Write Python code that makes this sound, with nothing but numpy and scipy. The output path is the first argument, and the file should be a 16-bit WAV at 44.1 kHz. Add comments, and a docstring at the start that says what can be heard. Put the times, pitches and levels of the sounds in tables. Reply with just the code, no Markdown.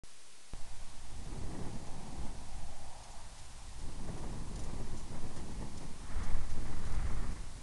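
"""First comes the hiss of a small camera; half a second in, its microphone wakes with a soft pop.
Wind is closest and loudest: gusts rumble on the diaphragm, flutter in the port and rush over the housing.
Some way off, a horse trots along a dirt track beside a barn, crushing grit and shaking its steel tack
in faint ticks. Far behind lie a band of noise like tyres on a road and the hush of open country."""
import sys
import numpy as np
from scipy.fft import rfft, irfft, next_fast_len
from scipy.io import wavfile
from scipy.ndimage import uniform_filter1d, map_coordinates

SR = 44100
rng = np.random.default_rng(int(sys.argv[2]) if len(sys.argv) > 2 else 0)


def wav_record(signal):
    """Record a signal, one row per channel, as 16-bit PCM in the file named by sys.argv[1]."""
    frames = np.transpose(np.atleast_2d(signal))
    bounded = np.clip(frames, -1, 1)
    # unit amplitude maps onto the largest positive 16-bit level
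    quanta = np.round(bounded * 32767).astype(np.int16)
    wavfile.write(sys.argv[1], SR, quanta)


N = 336042
TIME = np.arange(N) / SR
AMPLIFIER_ON_S, MICROPHONE_ON_S = 0.036, 0.536

# Gusts at the microphone. Each row: start of the hold in seconds, hold in seconds,
# push on the diaphragm in dB, flutter in the port in dB.
GUSTS = [(.79, 0.031, -62, -69), (1.158, 0.027, -48, -58.5), (1.31, .18, -46, -49),
         (1.583, 0.15, -50, -48.5), (1.88, 0.18, -52.5, -52.5), (2.195, 0.085, -44, -50),
         (2.553, 0.18, -50.5, -61.5), (3.863, .02, -43, -53), (4.07, 0.27, -45.5, -48),
         (4.525, 0.38, -44, -49), (5.11, 0.37, -51, -49), (5.59, 0.041, -44, -47.5),
         (5.787, 0.079, -54, -52.5), (6.146, 0.17, -39.5, -53), (6.28, 0.024, -38, -70),
         (6.597, .09, -39, -48.5), (6.874, 0.42, -37.5, -51.5), (7.57, .05, -50, -60)]
# Air over the housing. Each row: start of the hold in seconds, hold in seconds, level in dB.
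HOUSING_RUSHES = [(6.13, 0.24, -52), (6.68, 0.63, -55), (6.95, 0.054, -55)]
# Hoof strikes and scuffs on the track, about 2.6 steps a second. Each row: start in seconds,
# level in dB, length in seconds, steel ring against the grit in dB before a common lift.
HOOF_STRIKES = [(1.865, -61, .015, -8), (3.034, -55, 0.015, -10), (3.11, -66, .018, 3),
                (3.38, -62, 0.048, -3), (3.45, -64, 0.016, -1), (3.79, -65, .04, 2), (4.175, -61, .03, -7),
                (4.557, -55, 0.0091, -3), (4.591, -54.5, .014, 1), (4.636, -60.5, 0.018, 5),
                (4.968, -63, 0.043, 3), (5.361, -58, .035, -5), (5.772, -57.5, 0.017, -2),
                (5.82, -65, 0.022, -3), (6.231, -59.5, 0.026, -0.5), (6.494, -58, 0.033, -5),
                (6.85, -62, 0.044, -2), (6.92, -61, 0.015, -4), (6.944, -54, 0.0099, -9),
                (7.313, -61, .02, -3)]
# Small steel parts of the tack. Each row: resonance in Hz, width in Hz, relative level in dB.
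TACK_RESONANCES = [(5370, 200, -5), (6090, 110, -0.5), (6960, 160, 0), (8870, 200, -3), (10560, 200, -3)]
# Thin tones in the camera's electronics. Each row: frequency in Hz, rms level in dB.
WHINE_TONES = [(4800, -84.5), (5600, -102), (6100, -82), (6200, -85), (7000, -85), (7400, -84)]
# The far road. Each row: time in seconds, level in dB, centre of the band in Hz.
ROAD_DRIFT = [(.54, -66, 770), (1.0, -68, 800), (2.05, -57.5, 800), (2.5, -61, 790), (2.9, -58.5, 760),
              (3.2, -59.5, 840), (3.5, -68.5, 860), (4.2, -61, 950), (7.6, -74.5, 830)]
# The converter's treble roll-off. Each row: frequency in Hz, gain in dB.
CONVERTER_ROLL_OFF = [(9500, 0.5), (10200, -2), (10800, -7.5), (11400, -13), (11900, -23), (12250, -31)]

# Noise spectra. Each row: frequency in Hz, relative spectral density in dB.
SURGE_SPECTRUM = [(2, -14), (8, 13), (15, -1.5), (23, -12), (34, -14), (50, -18), (100, -37), (400, -120)]  # deepest swings of the diaphragm
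BUFFET_SPECTRUM = [(12, 10), (30, 5), (50, 5.5), (80, 2), (125, -7.5), (220, -19), (400, -57), (900, -63),
                   (3000, -120)]  # big eddies on the diaphragm
COARSE_EDDY_SPECTRUM = [(10, -39), (40, -27), (100, 1.5), (170, 1), (260, -5), (360, -10), (480, -15.5),
                        (800, -28), (3000, -78)]  # small eddies in the port
FINE_EDDY_SPECTRUM = [(60, -59), (200, 6.5), (340, 7.5), (480, 2.5), (620, 0.5), (800, 1), (1080, -3),
                      (1450, -12.5), (1950, -8.5), (2600, -21), (5000, -47), (12000, -73)]  # the finer ones in faster air
RUSH_SPECTRUM = [(200, 2.5), (500, -0.5), (800, 0), (1150, 3), (1550, -3), (1950, -1), (2250, -6),
                 (2600, -14), (4000, -22), (9000, -52)]  # air over the housing
GRIT_SPECTRUM = [(1000, -24), (3000, 4.5), (5000, 5), (6600, 5), (8000, -3), (10000, 2.5), (12000, -14)]  # grains under a hoof
HISS_SPECTRUM = [(30, 1), (300, -0.041), (1500, -0.54), (3200, -0.58), (4700, 0.39), (7500, -1.4),
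                 (9300, -0.092), (12000, 0.83)]  # the camera's amplifier
HUSH_SPECTRUM = [(100, -19.5), (340, -11), (650, 12), (1050, 10), (1450, 3), (1950, 5),
                 (2800, -1), (5000, 0.5), (9000, 0.5), (12000, -20)]  # open country


def diaphragm_buffeting(surge_growth=0.97):
    """Big eddies push the diaphragm; the deepest swings follow the wind sluggishly."""
    pushes = [(start, hold, push) for start, hold, push, _ in GUSTS]
    push_db = gust_level(pushes, breeze_db=-52.5, attack_s=0.1, release_s=0.21)
    sluggish_db = uniform_filter1d(push_db, size=SR // 4)
    surge_db = -35 + surge_growth * (sluggish_db + 46.5)
    surge = amp(surge_db) * turbulence(SURGE_SPECTRUM, burst_db=0.5, burst_rate=26)
    rumble = amp(push_db) * turbulence(BUFFET_SPECTRUM, burst_db=1.2, burst_rate=19)
    return surge + rumble


def port_flutter(fine_growth=1.44):
    """Small eddies flutter in the microphone port; faster air breaks them into finer, brighter ones."""
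    flows = [(start, hold, flow) for start, hold, _, flow in GUSTS]
    flow_db = gust_level(flows, breeze_db=-66, attack_s=0.091, release_s=0.17)
    fine_db = -53 + fine_growth * (flow_db + 47.5)
    coarse = amp(flow_db) * turbulence(COARSE_EDDY_SPECTRUM, burst_db=1.0, burst_rate=70)
    fine = amp(fine_db) * turbulence(FINE_EDDY_SPECTRUM, burst_db=3.5, burst_rate=80)
    puffs = unit(amp(1.44 * wobble(35)))
    return puffs * (coarse + fine)


def housing_rush():
    """The strongest gusts rush over the camera housing; in lighter wind it is silent."""
    rush_db = gust_level(HOUSING_RUSHES, breeze_db=-np.inf, attack_s=0.082, release_s=0.18)
    return amp(rush_db) * turbulence(RUSH_SPECTRUM, burst_db=3.0, burst_rate=70)


def hooves(attack_s=0.001, grains_per_s=3000, ring_lift_db=3.0):
    """Some way off, each stride crushes tiny grains out of the track and shakes the steel of the tack."""
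    crush, shake = np.zeros(N), np.zeros(N)
    for start, db, length, ring_db in HOOF_STRIKES:
        age = np.maximum(TIME - start, 0)
        blow = amp(db) * (1 - np.exp(-age / attack_s)) * np.exp(-(age / length) ** 2)
        crush += blow
        shake += blow * amp(ring_db)
    contacts = lambda: rng.standard_normal(N) * (rng.random(N) < grains_per_s / SR)
    steel = lambda hz: sum(amp(db) * 1j * hz * width / (centre ** 2 - hz ** 2 + 1j * hz * width)
                           for centre, width, db in TACK_RESONANCES)
    grit = crush * coloured(contacts(), GRIT_SPECTRUM)
    ring = shake * unit(filtered(contacts(), steel))
    return grit + amp(ring_lift_db) * ring


def switch_on_pop(start, db, settle_s=1.0):
    """A voltage step in the camera leaks away through the coupling capacitor."""
    return amp(db) * (TIME >= start) * np.exp(-np.abs(TIME - start) / settle_s)


def camera_electronics():
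    """The amplifier hisses steadily, with a few thin tones in it."""
    hiss = amp(-55.5) * coloured(rng.standard_normal(N), HISS_SPECTRUM)
    whine = sum(amp(db) * np.sqrt(2) * np.sin(2 * np.pi * (hz * TIME + rng.random()))
                for hz, db in WHINE_TONES)
    return hiss + whine


def far_road(half_width_hz=195, skirt=1.18):
    """Distance leaves one soft band of tyre noise that swells and drifts."""
    level_db, centre_hz = curves(ROAD_DRIFT)
    low_pass = lambda hz: (1 + (hz / half_width_hz) ** 2) ** -skirt
    low_noise = lambda: unit(filtered(rng.standard_normal(N), low_pass))
    phase = 2 * np.pi * np.cumsum(centre_hz) / SR
    band = low_noise() * np.cos(phase) + low_noise() * np.sin(phase)
    return amp(level_db) * unit(band)


def country_air():
    """The faint, even hush of open country lies behind everything."""
    return amp(-63) * coloured(rng.standard_normal(N), HUSH_SPECTRUM)


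def gust_level(rows, breeze_db, attack_s, release_s):
    """Level in dB of a breeze plus gusts; each one swells, holds and dies away."""
    power = np.full(N, amp(breeze_db) ** 2)
    for start, hold, db in rows:
        before, after = np.maximum(start - TIME, 0), np.maximum(TIME - start - hold, 0)
        power += (amp(db) * np.exp(-before / attack_s - after / release_s)) ** 2
    return 10 * np.log10(power)


def turbulence(spectrum, burst_db, burst_rate):
    """Noise that comes in short random bursts as eddies pass; no burst grows without bound."""
    bursts = 2 * np.tanh(wobble(burst_rate) / 2)
    return coloured(rng.standard_normal(N) * amp(burst_db * bursts), spectrum)


def amp(db):
    """Decibels to gain."""
    return 10 ** (np.asarray(db) / 20)


def unit(x):
    """Scale to rms 1."""
    return x / np.sqrt(np.mean(x ** 2) + 1e-20)


def along(points, hz):
    """Read (Hz, value) points on a log frequency axis."""
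    frequencies, values = np.transpose(points)
    return np.interp(np.log(hz + 1), np.log(frequencies + 1), values)


def curves(rows):
    """One value per sample for each column after the time."""
    times, *columns = np.transpose(rows)
    return [np.interp(TIME, times, column) for column in columns]


def wobble(rate):
    """A smooth random curve, rate knots a second."""
    knots = rng.standard_normal(int(N * rate / SR) + 4)
    return map_coordinates(knots, [TIME * rate])


def filtered(x, response):
    """Pass x through a frequency response."""
    size = next_fast_len(N + SR // 2)
    hz = np.fft.rfftfreq(size, 1 / SR)
    return irfft(rfft(x, size) * response(hz), size)[:N]


def coloured(x, spectrum):
    """Shape x by a spectrum, at rms 1."""
    return unit(filtered(x, lambda hz: amp(along(spectrum, hz))))


def scene():
    """The amplifier wakes first, then the microphone lets the outdoors in."""
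    awake = np.clip((TIME - MICROPHONE_ON_S) / 0.01, 0, 1)
    wind = diaphragm_buffeting() + port_flutter() + housing_rush()
    outdoors = wind + far_road() + country_air() + hooves()
    self_noise = camera_electronics() * (TIME >= AMPLIFIER_ON_S)
    pops = switch_on_pop(MICROPHONE_ON_S, db=-33) - switch_on_pop(AMPLIFIER_ON_S, db=-42)
    return (awake * outdoors + self_noise + pops)[None]


def record(dry):
    """The camera's one channel rolls off the top treble and keeps nothing above its band limit."""
    band_limit_hz = 12300
    converter = lambda hz: amp(along(CONVERTER_ROLL_OFF, hz)) * (hz < band_limit_hz)
    return filtered(dry[0], converter)[None]


dry = scene()
out = record(dry)
wav_record(out)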